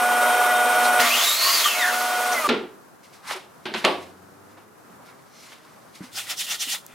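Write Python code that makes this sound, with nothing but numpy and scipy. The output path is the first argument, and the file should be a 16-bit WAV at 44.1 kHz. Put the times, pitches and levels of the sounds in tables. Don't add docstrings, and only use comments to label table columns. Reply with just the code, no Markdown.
import sys
import numpy as np
from scipy import signal
from scipy.fft import rfft, irfft, next_fast_len
from scipy.io import wavfile
from scipy.ndimage import uniform_filter1d, map_coordinates

SR = 44100
rng = np.random.default_rng(int(sys.argv[2]) if len(sys.argv) > 2 else 0)


def boost(x):
    u = np.asarray(x, float) / 20
    return 10 ** u


def transcribe(u):
    v = np.clip(np.atleast_2d(u).T, -1, 1)
    q = np.round(v * 32767).astype(np.int16)
    wavfile.write(sys.argv[1], SR, q)


N = 306054

# freq_hz, density_db
FLOOR = [(25, -29.5), (60, -12.5), (120, -1.5), (200, 0.5), (300, -1.5), (700, -3), (1300, -4), (1700, -9),
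         (2200, -16), (3200, -22), (6000, -21.5), (10800, -23.5), (15000, -25.5), (15800, -38)]
# time_s, firing_hz, level_db
ENGINE = [(2.6, 79.3, -87), (4.0, 87.8, -49.5), (4.58, 102.8, -54), (5.0, 121.5, -64), (5.18, 133, -57),
          (5.4, 142.5, -88), (5.6, 153.3, -55.5), (5.85, 156.4, -62), (5.97, 161, -61), (6.03, 160, -90)]
# peak_s, depth_db, rise_s, fall_s
DUCK = (1.5, 6.06, 0.62, 0.8)
# freq_hz, likeness_ratio
ALIKE = [(60, 0.1), (180, 0.89), (550, 0.91), (1650, 0.78), (4970, 0.79), (15000, 0.89)]
QUIET_ALIKE = [(60, 0.085), (180, 0.15), (550, 0.03), (1650, 0.32), (4970, 0.23), (15000, 0.69)]
# freq_hz, t60_s
ROOM_T60 = [(150, 0.55), (1000, 0.41), (5000, 0.34), (12000, 0.4)]
# freq_hz, level_db
ROOM_SIDE = [(200, -4.5), (1000, 2.5), (3000, 1.5)]

# time_s, shaft_hz, air_level_db
FAN = [(0, 242.3, -23), (.99, 242.8, -22), (1.04, 236.3, -24.5), (1.1, 232.5, -26.5), (1.2, 234, -30.5),
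       (1.32, 229, -34.5), (1.42, 227.3, -32), (1.55, 229.2, -31.5), (1.66, 232.8, -33), (1.75, 240, -31),
       (1.95, 243.3, -28.5), (2.32, 242.1, -26)]
# shaft_multiple, level_db
BLADE_ORDERS = [(1, -25), (2, -14.5), (3, 2), (4, -33), (5, -13), (6, 0.5), (7, -17), (8, -17), (9, -21),
                (10, -18), (11, -50), (12, -27), (13, -17.5), (14, -38), (15, -19.5)]
SLOT_ORDERS = [(33, -23), (36, -20), (54, -24)]
# freq_hz, density_db
AIR = [(24, -92), (40, -49), (400, -12), (611, -4), (659, -10), (728, -7), (805, -5), (1360, -4.5),
       (1470, -8.5), (1790, -16.5), (1980, -10), (4640, -22.5), (9340, -21.5), (15800, -28)]
# freq_hz, width_hz, over_air_db
HOSE = [(245, 17.6, 12.5), (528, 26, -0.5), (628, 26, 10.5), (954, 11.7, 6.5), (1178, 54, 2),
        (1465, 136, 7), (1980, 120, -1), (2450, 74, 1.5), (5600, 150, 7), (7700, 150, -3.5),
        (9340, 610, 7.5), (10600, 170, 6), (11700, 630, 6.5), (13200, 170, 8)]
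# mid_s, pitch_hz, glide_hz_per_s, level_db, half_length_s
PASSING = [
    (2.378, 2035, -2800, -31, .045),
    (2.462, 1180, -2500, -23, .035),
    (2.435, 1235, -1500, -28, .03),
    (2.435, 2420, -4000, -40, .045),
]
# peak_s, depth_db, rise_s, fall_s
STALL = (1.335, 10, .08, 0.062)

# peak_s, rustle_db, body_db, rise_s, fall_s
SLIDES = [(3.035, -53, -74, .012, .2), (3.146, -47.5, -57, 0.044, 0.099), (3.305, -30.5, -31, 0.057, 0.096),
          (3.78, -39.5, -52, 0.064, 0.3), (4.03, -50.5, -77, 0.62, 0.18), (4.508, -59.5, -64, 0.11, .06),
          (4.576, -64, -54.5, 0.058, 0.141), (5.07, -55.5, -52, 0.039, 0.15),
          (5.196, -62, -61, 0.096, 0.092), (5.35, -52.5, -70, .04, 1), (5.43, -48.5, -68, 0.15, 0.24),
          (5.53, -49.5, -57, 0.37, 0.13), (5.7, -57, -58, 0.4, 0.27), (5.955, -47, -66, 0.046, 0.11),
          (6.04, -44.5, -50, 0.073, 0.1)]
# peak_s, grit_db, rasp_db, rise_s, fall_s
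STROKES = [
    (6.182, -27, -31, 0.059, 0.11),
    (6.312, -26, -29.5, 0.061, 0.058),
    (6.413, -23.5, -36, 0.056, 0.068),
    (6.525, -24.5, -35, 0.096, 0.07),
    (6.628, -24, -36, 0.045, 0.06),
    (6.72, -23.5, -33, 0.089, 0.076),
]
# freq_hz, density_db
GRIT = [(880, -42), (1500, -15), (1640, -16), (1880, -2), (2270, -15), (2760, -4), (3530, -0.5), (4520, -3),
        (5840, -4), (9370, -4.5), (15800, -12)]
RASP = [(240, -45), (400, -19), (791, 1), (977, -6.5), (1450, 5), (1590, -8), (1770, 2.5), (2600, 2),
        (3380, -20), (5720, -120)]
RUSTLE = [(1060, -18), (1800, -23), (2040, -4.5), (2520, -10), (5120, -10), (6970, -15), (11000, -17.5),
          (15800, -31)]
BODY = [(100, -44), (200, -12), (500, -27), (800, -6), (1200, -2.5), (2000, -9.5), (2800, -17),
        (4500, -60.5)]
# freq_hz, width_hz, level_db
EDGE = [(2420, 50, 3), (2850, 65, 3), (3170, 40, 7), (3510, 35, 8), (4140, 30, -4), (4200, 50, -1),
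        (5300, 80, -0.5), (6380, 90, -2), (7070, 50, 0)]
# peak_s, freq_hz, width_hz, level_db
STROKE_BANDS = [(6.17, 4970, 900, -34), (6.18, 1470, 200, -41), (6.185, 3200, 900, -38),
                (6.21, 2480, 600, -40), (6.28, 1850, 200, -47), (6.29, 2600, 500, -52),
                (6.311, 3130, 500, -32), (6.313, 5200, 500, -33.5), (6.34, 3400, 500, -42.5),
                (6.39, 5600, 700, -33), (6.412, 3000, 700, -29), (6.44, 3900, 700, -38.5),
                (6.48, 2850, 400, -39), (6.514, 2900, 700, -32), (6.516, 5900, 500, -31.5),
                (6.535, 6750, 500, -36), (6.545, 3650, 800, -34.5), (6.6, 3600, 607, -40),
                (6.615, 5860, 696, -31), (6.63, 2920, 800, -30.5), (6.69, 2860, 500, -35.5),
                (6.71, 3100, 700, -35), (6.725, 5900, 1500, -28), (6.735, 3900, 800, -34.5),
                (6.76, 1120, 300, -52.5)]
# peak_s, freq_hz, width_hz, level_db,
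# rise_s, fall_s
DRAGS = [(.848, 4500, 4000, -31, .025, .05), (1.0, 2900, 600, -27, .015, .03),
         (1.03, 2050, 400, -24, .05, .1), (1.078, 3500, 700, -27, .04, .04),
         (2.328, 6100, 500, -31, .012, .03), (2.482, 2500, 3000, -38, .02, .02),
         (5.075, 4200, 1500, -60, .04, .06), (5.095, 1400, 90, -56, .04, .08),
         (5.096, 2200, 90, -60, .05, .06), (5.39, 5900, 300, -59, .12, .1), (5.4, 5250, 150, -61, .1, .1),
         (5.41, 4200, 120, -61, .12, .12), (5.45, 7050, 200, -62, .12, .14)]

# start_s, clack_db, boom_db, knock_db, crack_db
BLOWS = [(2.489, -3.5, -19, -74, -17), (2.4965, -22, -34, -24.5, -8), (3.3081, -14.5, -42, -33.5, -37),
         (3.6549, -14.5, -40, -37, -13), (3.664, -18, -42, -36, -18), (3.7389, -10, -42, -42, -25),
         (3.7473, -15, -37, -36.5, -34), (3.8426, -5.5, -19, -24, -14), (3.8491, -2.5, -23.5, -23.5, 3),
         (3.8673, -23, -37, -20.5, -41.5), (4.573, -41, -49, -49.5, -65), (4.8973, -47, -51, -58, -73),
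         (4.995, -59, -60, -52, -67), (5.0873, -43, -71, -68, -56), (5.519, -31, -72, -56, -46)]
# freq_hz, level_db, t60_s
PANEL_MODES = [(235, -5, .06), (377, 0, .06), (452, -5, .05)]
# start_s, level_db, pitch_hz, t60_s
THUDS = [(2.479, -19, 368, 0.041), (2.493, -13.5, 426, .04), (2.492, -19, 241.7, .15),
         (2.5065, -10.5, 408, 0.037), (2.497, -11, 1395, 0.028), (2.548, -23, 435, 0.078),
         (3.35, -38, 375, 0.19), (3.657, -24.5, 361, 0.063), (3.657, -27.5, 228, 0.08),
         (3.657, -30, 950, .04), (3.659, -28, 1580, 0.045), (3.718, -29, 390, 0.079), (3.74, -30, 740, .04),
         (3.744, -24, 1006, 0.045), (3.742, -22.5, 1490, 0.037), (3.745, -27.5, 363, 0.16),
         (3.745, -31.5, 225, .15), (3.845, -16.5, 665, 0.052), (3.846, -18, 391, 0.089),
         (3.849, -14, 1120, 0.066), (3.854, -20.5, 533, 0.12), (3.866, -16.5, 706, 0.058),
         (4.9, -46, 188, 0.13), (6.0065, -26.5, 192, 0.087), (6.0065, -29.5, 295, 0.07),
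         (6.035, -34.5, 250, 0.11), (6.129, -54, 106.5, .99), (6.174, -34, 790, .04),
         (6.671, -36, 264, 0.063), (6.767, -50, 202, .044)]
# start_s, peak_db, pitch_hz, t60_s
SNAPS = [(.9965, -7, 1050, .015), (1.003, -8, 1870, .015), (1.016, -11, 2150, .01),
         (1.074, -12, 1900, .006), (3.3085, -12, 2200, .003), (3.853, -9, 2800, .004),
         (2.4775, -28, 4200, .012), (2.4899, -4, 1750, .005), (2.4943, -11, 3300, .004),
         (2.4975, -9, 1500, .003), (3.6556, -32, 3000, .004), (3.66, -29, 3200, .004),
         (3.7392, -16, 2600, .004), (3.7448, -17, 2300, .005), (3.7498, -18, 2900, .005),
         (3.8435, -14, 2000, .004), (3.8497, 6.5, 2400, .0028)]
# pitch_multiple, level_db
SNAP_OVERTONES = [(1, 0), (1.7, -5), (2.6, -10), (3.9, -17)]
# start_s, peak_db
TICK = (6.8647, -23.5)

# time_s, tooth_hz
TEETH = [(1.05, 1950), (1.15, 2980), (1.25, 3700), (1.535, 4780), (1.59, 4280), (1.65, 3300), (1.78, 2220),
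         (1.87, 1655), (2.05, 950)]
# time_s, level_db
WHINE = [(1.03, -34), (1.13, -20), (1.3, -29), (1.55, -24.5), (1.62, -30), (1.66, -24), (1.77, -27),
         (1.84, -19.5), (1.95, -23)]
# time_s, level_db
ROAR = [(.988, -46), (1.002, -17), (1.04, -21.5), (1.24, -18.5), (1.39, -23), (1.45, -18.5), (1.67, -20),
        (1.7, -24), (2.47, -32)]
# freq_hz, density_db
MOTOR = [(60, -96), (200, -33), (400, -17.5), (700, -33), (1100, -3.5), (1600, -9), (2500, -6),
         (4600, -6.5), (6500, -10.5), (9000, -19), (12000, -48)]
HISS = [(4000, -25), (6500, 2.5), (8500, -4.5), (10000, -2.5), (11500, -0.5), (14000, -1.5), (15800, -4)]
# freq_hz, width_hz, level_db
PLATE = [(1190, 50.6, 4.5), (1850, 55, 9.5), (2097, 46.3, 9.5), (3810, 45, -20.5), (4100, 79, 1.5),
         (10860, 150, 5)]
# freq_hz, width_hz, level_db
GUARD = [(1850, 80, -5), (2240, 120, -4), (2620, 61, 6.5), (3200, 79, 0), (3510, 60, -3), (3650, 150, -3),
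         (3870, 64, 2), (4540, 90, 7), (4770, 100, -6)]
# peak_s, level_db, rise_s, fall_s
BITE = (1.325, -32, .09, .055)
GEAR = (1.47, -28, .08, .15)
# mid_s, pitch_hz, glide_hz_per_s, level_db,
# half_length_s
WHISTLES = [
    (1.085, 12700, 65000, -41, .06),
    (2.0, 13500, -42000, -42, .09),
    (1.3, 9350, 5000, -38, .05),
    (1.85, 10920, 1, -42, .5),
    (2.4, 11700, -15000, -44, .06),
]
# mid_s, pitch_hz, glide_hz_per_s, level_db, half_length_s
FLARES = [(1.062, 1180, 5000, -26, .04), (1.12, 2650, 4000, -28, .03), (1.145, 2830, 500, -25, .025),
          (1.17, 3200, 8000, -27, .025), (1.232, 3465, 500, -25, .03), (1.268, 3890, 2500, -27, .04),
          (1.3, 3745, 1000, -23, .045), (1.345, 4150, 3000, -31, .05), (1.39, 4320, 2000, -28, .03),
          (1.435, 4450, 1000, -26, .03), (1.435, 4100, 1500, -30, .03), (1.49, 4620, 2500, -29, .05),
          (1.49, 2900, -1000, -33, .04), (1.54, 4790, 500, -27, .03), (1.56, 4620, -4000, -27, .025),
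          (1.585, 4430, -4000, -27, .03), (1.6, 4080, -5000, -30, .03), (1.655, 3210, -2000, -25, .04),
          (1.69, 2980, -500, -30, .02), (1.72, 2660, -4000, -27, .04), (1.785, 2640, -1000, -34, .03),
          (1.83, 1880, -5500, -21, .055), (1.875, 1790, -500, -27, .025), (1.82, 3680, -8000, -30, .05),
          (1.93, 2680, -5000, -35, .03)]
# start_s, peak_db, ring_hz, ring_db, t60_s
JOLTS = [
    (.85, -20, 4100, -16, 0.029),
    (0.994, -26, 245, -35.5, 1),
    (1.655, -12.5, 1190, -8, 0.072),
    (1.66, -32, 1850, -11.5, 0.046),
    (2.325, -23, 6180, -22, 0.024),
]

SAW_ON_S, SAW_OFF_S, FAN_OFF_S, CUT_S = .995, 1.75, 2.332, 2.473
FLOOR_DB, TOP_HZ = -50.5, 15800
TONE_DB, TONE_GROWS, STARVED_DB, STARVED_BLUR = -2, 1.08, 7.5, 2.96
RUN_DOWN_HZ_PER_S, RUN_DOWN_DB = 365, 12
SWELL_DB = 20
HISS_DB, HISS_PER_OCTAVE_DB = -9.5, 1.5
SKIRT_DB, SKIRT_PER_OCTAVE_DB = -2, 7
SIDEBAND, SIDEBAND_DB, GEAR_RATIO = .93, -11, 4.15
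SECOND_DB, THIRD_DB, OVERTONE_SAG = -18, -29, .965
ROAR_FLUTTER_DB = .8
RATTLE_T60_S = 0.052
THUD_ROOM_DB, THUD_FAR_S = -2, 6
STROKE_ROUND, REST_DB = 1.36, -52.5
EDGE_DB = 5
BAND_RISE_S, BAND_FALL_S = 0.027, 0.027


def unit(x):
    return x / np.sqrt(np.mean(x ** 2) + 1e-20)


def along(points, hz):
    f, v = np.transpose(points)
    return np.interp(np.log(hz + 1), np.log(f + 1), v)


def curves(rows, outside=None):
    s, *cols = np.transpose(rows)
    return [np.interp(np.arange(N) / SR, s, c, outside, outside) for c in cols]


def wobble(rate_hz):
    knots = rng.standard_normal(int(N * rate_hz / SR) + 4)
    return map_coordinates(knots, [np.arange(N) * rate_hz / SR], order=2)


def swell(s, rise_s, fall_s, bend=1):
    t = np.arange(N) / SR - s
    return -SWELL_DB * np.where(t < 0, -t / rise_s, t / fall_s) ** bend


def gestures(rows, bend=1):
    levels_db = [np.add.outer([a_db, b_db], swell(s, rise_s, fall_s, bend))
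                 for s, a_db, b_db, rise_s, fall_s in rows]
    return np.max(levels_db, axis=0)


def rush(spectrum, alike, peaks=(), grain_db=0., flutter_db=0.):
    m = next_fast_len(N + 8192)
    hz = np.fft.rfftfreq(m, 1 / SR)
    grains = boost(grain_db * np.minimum(rng.exponential(size=N), 7) + flutter_db * wobble(60))
    peaks_db = sum(db / (1 + (2 * (hz - c) / w) ** 2) for c, w, db in peaks)
    gain = boost(along(spectrum, hz) + peaks_db)
    turn = np.arccos(np.clip(along(alike, hz), -1, 1)) / 2
    source = rfft(grains * rng.standard_normal((2, N)), m)
    mid, side = irfft(source * gain * [np.cos(turn), np.sin(turn)], m)[:, :N]
    return unit(np.array([mid + side, mid - side]))


def tone(hz, blur_hz, waver_db):
    turns = np.cumsum(hz + blur_hz * wobble(90)) / SR + rng.random()
    return np.sqrt(2) * boost(waver_db * wobble(45.005)) * np.sin(2 * np.pi * turns)


def whine(hz, width_hz):
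    phase = 2 * np.pi * np.cumsum(hz) / SR
    return unit(wobble(width_hz) * np.sin(phase) + wobble(width_hz) * np.cos(phase))


def ring(modes, t, attack_s):
    strengths_db = rng.normal(0, 1.5, len(modes))
    body = sum(boost(db + g - 60 * t / t60) * np.sin(2 * np.pi * hz * t)
               for g, (hz, db, t60) in zip(strengths_db, modes))
    return body * (1 - np.exp(-t / attack_s))


def burst(t, low_hz, high_hz, t60_s, attack_s=1e-4, order=2):
    band = signal.butter(order, [low_hz, high_hz], "band", fs=SR)
    noise = unit(signal.lfilter(*band, rng.standard_normal(len(t))))
    puff = noise * boost(-60 * t / t60_s) * (1 - np.exp(-t / attack_s))
    click = signal.lfilter(*band, t == 0)
    return np.array([puff, click * np.linalg.norm(puff) / np.linalg.norm(click)])


def add(track, s, sound):
    part = track[..., round(s * SR):][..., :sound.shape[-1]]
    part += sound[..., :part.shape[-1]]


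def room(sound):
    hz, t, z = signal.stft(rng.standard_normal((2, SR // 2)), SR, nperseg=256)
    z[1] *= boost(along(ROOM_SIDE, hz))[:, None]
    decay = boost(-60 * t / along(ROOM_T60, hz)[:, None])
    mid, side = signal.istft(z * decay, SR, nperseg=256)[1]
    tail = np.array([mid + 0.26 * side, mid - 0.37 * side]) / np.linalg.norm(mid)
    return signal.fftconvolve(np.pad(sound, (150, 0))[None], tail, axes=1)


def background():
    firing_hz, engine_db = curves(ENGINE)
    drone = sum(boost(g) * tone(k * firing_hz, blur_hz=1.5, waver_db=2.5)
                for k, g in enumerate([-3, -3, -3, -3, -8], 1))
    peak_s, depth_db, rise_s, fall_s = DUCK
    floor_db = FLOOR_DB - depth_db * boost(swell(peak_s, rise_s, fall_s, bend=3.7)) + 1.0 * wobble(5.3)
    hum = boost(floor_db) * rush(FLOOR, QUIET_ALIKE, flutter_db=0.5)
    return boost(engine_db - 6.0) * drone + hum * boost([[.4], [-.4]])


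def extractor():
    t = np.arange(N) / SR
    shaft_hz, air_db = curves(FAN)
    coasting_s = np.clip(t - FAN_OFF_S, 0, CUT_S - FAN_OFF_S)
    shaft_hz = shaft_hz - RUN_DOWN_HZ_PER_S * coasting_s
    starved = uniform_filter1d(1. * (t > SAW_ON_S + .05) * (t < SAW_OFF_S), SR // 15)
    stall_s, stall_db, rise_s, fall_s = STALL
    tone_db = air_db.max() + TONE_DB + TONE_GROWS * (air_db - air_db.max()) - STARVED_DB * starved
    tone_db = tone_db - stall_db * boost(swell(stall_s, rise_s, fall_s, bend=2))
    tone_db = tone_db - RUN_DOWN_DB * np.minimum(coasting_s / 0.055, 1)
    lines = 0
    for k, db in BLADE_ORDERS + SLOT_ORDERS:
        blur_hz = 0.554 * k * (1 + 2 * (k > 6) + STARVED_BLUR * starved)
        waver_db = 0.8 + 2.2 * starved + 2.5 * (k > 6)
        lines = lines + boost(db) * tone(k * shaft_hz, blur_hz, waver_db)
    air = boost(air_db - 20 * coasting_s + 0.62 * wobble(8.12)) * rush(AIR, ALIKE, HOSE, flutter_db=0.8)
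    out = boost(tone_db) * lines * boost([[-.4], [.4]]) + air
    for s, hz, glide, db, half_s in PASSING:
        pitch_hz = hz + glide * np.clip(t - s, -half_s, half_s)
        out = out + boost(db + swell(s, half_s, half_s, bend=2)) * tone(pitch_hz, blur_hz=9, waver_db=2.5)
    return out * boost(np.where(t > CUT_S, -19 - 400 * (t - CUT_S), 0))


def scrape(track, s, hz, width_hz, db, rise_s, fall_s):
    t = np.arange(-SR // 5, SR // 5) / SR
    peak = signal.iirpeak(hz, hz / width_hz, SR)
    mid, side = signal.lfilter(*peak, rng.standard_normal((2, len(t))))
    shape = boost(db - SWELL_DB * np.where(t < 0, -t / rise_s, t / fall_s) ** 2.14) / np.std(mid)
    add(track, s - .2, shape * np.array([mid + .3 * side, mid - .3 * side]))


def grainy(colour, peaks=()):
    return rush(colour, ALIKE, peaks, grain_db=2.1, flutter_db=2)


def friction():
    rustle_db, body_db = gestures(SLIDES)
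    resting_db = np.where(np.arange(N) > STROKES[0][0] * SR, REST_DB, -120)
    grit_db, rasp_db = np.maximum(gestures(STROKES, bend=STROKE_ROUND), resting_db)
    slide = boost(rustle_db - 0.5) * grainy(RUSTLE) + boost(body_db + 2.5) * grainy(BODY)
    sand = boost(grit_db - 3.0) * grainy(GRIT, [(c, w, EDGE_DB + db) for c, w, db in EDGE])
    sand = sand + boost(rasp_db - 8.0 + 4.3 * wobble(25)) * grainy(RASP)
    for row in STROKE_BANDS:
        scrape(sand, *row, BAND_RISE_S, BAND_FALL_S)
    for row in DRAGS:
        scrape(slide, *row)
    return slide + sand * boost([[-.2], [.2]])


def blows():
    out, t = np.zeros((2, N)), np.arange(SR // 4) / SR
    for s, clack_db, boom_db, knock_db, crack_db in BLOWS:
        boom = 0.75 * ring(PANEL_MODES, t, attack_s=0.0015) + burst(t, 218, 436, t60_s=0.049)
        knock = burst(t, 466, 1050, t60_s=0.064)
        clack = burst(t, 1060, 3840, RATTLE_T60_S, attack_s=0.0004, order=3)
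        crack = burst(t, 3500, 9600, RATTLE_T60_S, attack_s=0.00046)
        low = boost(boom_db) * boom + boost(knock_db + 3.0) * knock
        puff, click = low + boost(clack_db - 13) * clack + boost(crack_db - 34.0) * crack
        add(out, s, (puff + 0.033 * click) * boost([[-.5], [.5]]))
        add(out, s, boost(3.5) * room(click))
    for s, db, hz, t60_s in THUDS:
        thud = np.sin(2 * np.pi * hz * t) * boost(db - 60 * t / t60_s) * (1 - np.exp(-t / 0.0014))
        add(out, s, thud[None])
        add(out, s, boost(THUD_ROOM_DB - 18 * (s > THUD_FAR_S)) * room(thud[:SR // 50]))
    for s, db, hz, t60_s in SNAPS:
        snap = sum(boost(db + g - 3 - 60 * t / t60_s) * np.sin(2 * np.pi * k * hz * t)
                   for k, g in SNAP_OVERTONES)
        add(out, s, snap[None] * (1 - np.exp(-t / .0001)))
    tick_s, tick_db = TICK
    tick = burst(t, 6260, 13980, t60_s=0.0041)[:1]
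    add(out, tick_s, boost(tick_db) * tick * (1 - np.exp(-t / .0003)))
    return signal.lfilter(*signal.butter(2, 70, "high", fs=SR), out)


def flare(track, s, hz, glide, db, half_s):
    t = np.arange(-SR // 10, SR // 10) / SR
    noise = rng.standard_normal((2, len(t)))
    drift, flutter = uniform_filter1d(noise, SR // 120) * np.sqrt(SR // 120)
    turns = np.cumsum(hz + glide * t + 22 * drift) / SR
    level = boost(db - SWELL_DB * (t / half_s) ** 2 + 2.5 * flutter)
    add(track, s - .1, np.sqrt(2) * level * np.sin(2 * np.pi * turns))


def blade_song(tooth_hz):
    whine_db, = curves(WHINE, outside=-120)
    bite, gear = (boost(db + swell(s, rise_s, fall_s, bend=3.8)) for s, db, rise_s, fall_s in (BITE, GEAR))
    guard_db = sum(db / (1 + ((tooth_hz - c) / w) ** 2) for c, w, db in GUARD)
    main_db = whine_db + guard_db + 2.5 * wobble(90) + 2 * wobble(30) - 6.5
    song = boost(main_db) * whine(tooth_hz, width_hz=200)
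    sideband_db = whine_db + SIDEBAND_DB + 4 * wobble(25)
    song = song + boost(sideband_db) * whine(SIDEBAND * tooth_hz, width_hz=150)
    second = (boost(whine_db + SECOND_DB) + bite) * boost(2.5 * wobble(25) - 1)
    song = song + second * whine(2 * OVERTONE_SAG * tooth_hz, width_hz=200)
    third = boost(whine_db + THIRD_DB) + bite
    song = song + third * whine(3 * OVERTONE_SAG * tooth_hz, width_hz=260)
    song = song + gear * whine(tooth_hz / GEAR_RATIO, width_hz=70)
    skirt_db = whine_db + SKIRT_DB + SKIRT_PER_OCTAVE_DB * np.log2(tooth_hz / tooth_hz.max())
    song = song + boost(skirt_db) * whine(tooth_hz, width_hz=1400)
    flares = np.zeros(N)
    for row in FLARES:
        flare(flares, *row)
    return song + boost(1.0) * flares


def saw():
    tooth_hz, = curves(TEETH)
    song = blade_song(tooth_hz)
    out = boost(-2) * song + boost(-8) * room(song)[:, :N]
    for s, hz, glide, db, half_s in WHISTLES:
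        pitch_hz = hz + glide * np.clip(np.arange(N) / SR - s, -half_s, half_s)
        out = out + boost(db + swell(s, half_s, half_s, bend=2)) * whine(pitch_hz, width_hz=.025 * hz)
    roar_db, = curves(ROAR, outside=-120)
    hiss_db = roar_db + HISS_DB + HISS_PER_OCTAVE_DB * np.log2(tooth_hz / tooth_hz.max())
    out = out + boost(roar_db - 4.0) * rush(MOTOR, ALIKE, PLATE, flutter_db=ROAR_FLUTTER_DB)
    out = out + boost(hiss_db + 4.5) * rush(HISS, ALIKE, PLATE, flutter_db=ROAR_FLUTTER_DB)
    t = np.arange(SR // 5) / SR
    for s, db, hz, ring_db, t60_s in JOLTS:
        puff, click = boost(db - 8.5) * burst(t, 903, 8900, t60_s=0.18, attack_s=0.0035)
        add(out, s, puff[None] + ring([(hz, ring_db, t60_s)], t, attack_s=0.0035))
        add(out, s, boost(-16.0) * room(click))
    return out * (np.arange(N) < CUT_S * SR)


def scene():
    return background() + extractor() + friction() + blows() + saw()


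def roll_off(x):
    return signal.sosfilt(signal.butter(12, 16430, fs=SR, output="sos"), x)


def record(dry):
    hz = np.fft.rfftfreq(N, 1 / SR)
    response = (hz < TOP_HZ) / np.sqrt(1 + (75 / (hz + 1)) ** 1.7)
    heard = irfft(rfft(dry) * response, N)
    mix = heard / (1 + np.abs(heard / 1.1) ** 6) ** (1 / 6)
    return roll_off(mix)


dry = scene()
out = record(dry)
transcribe(out)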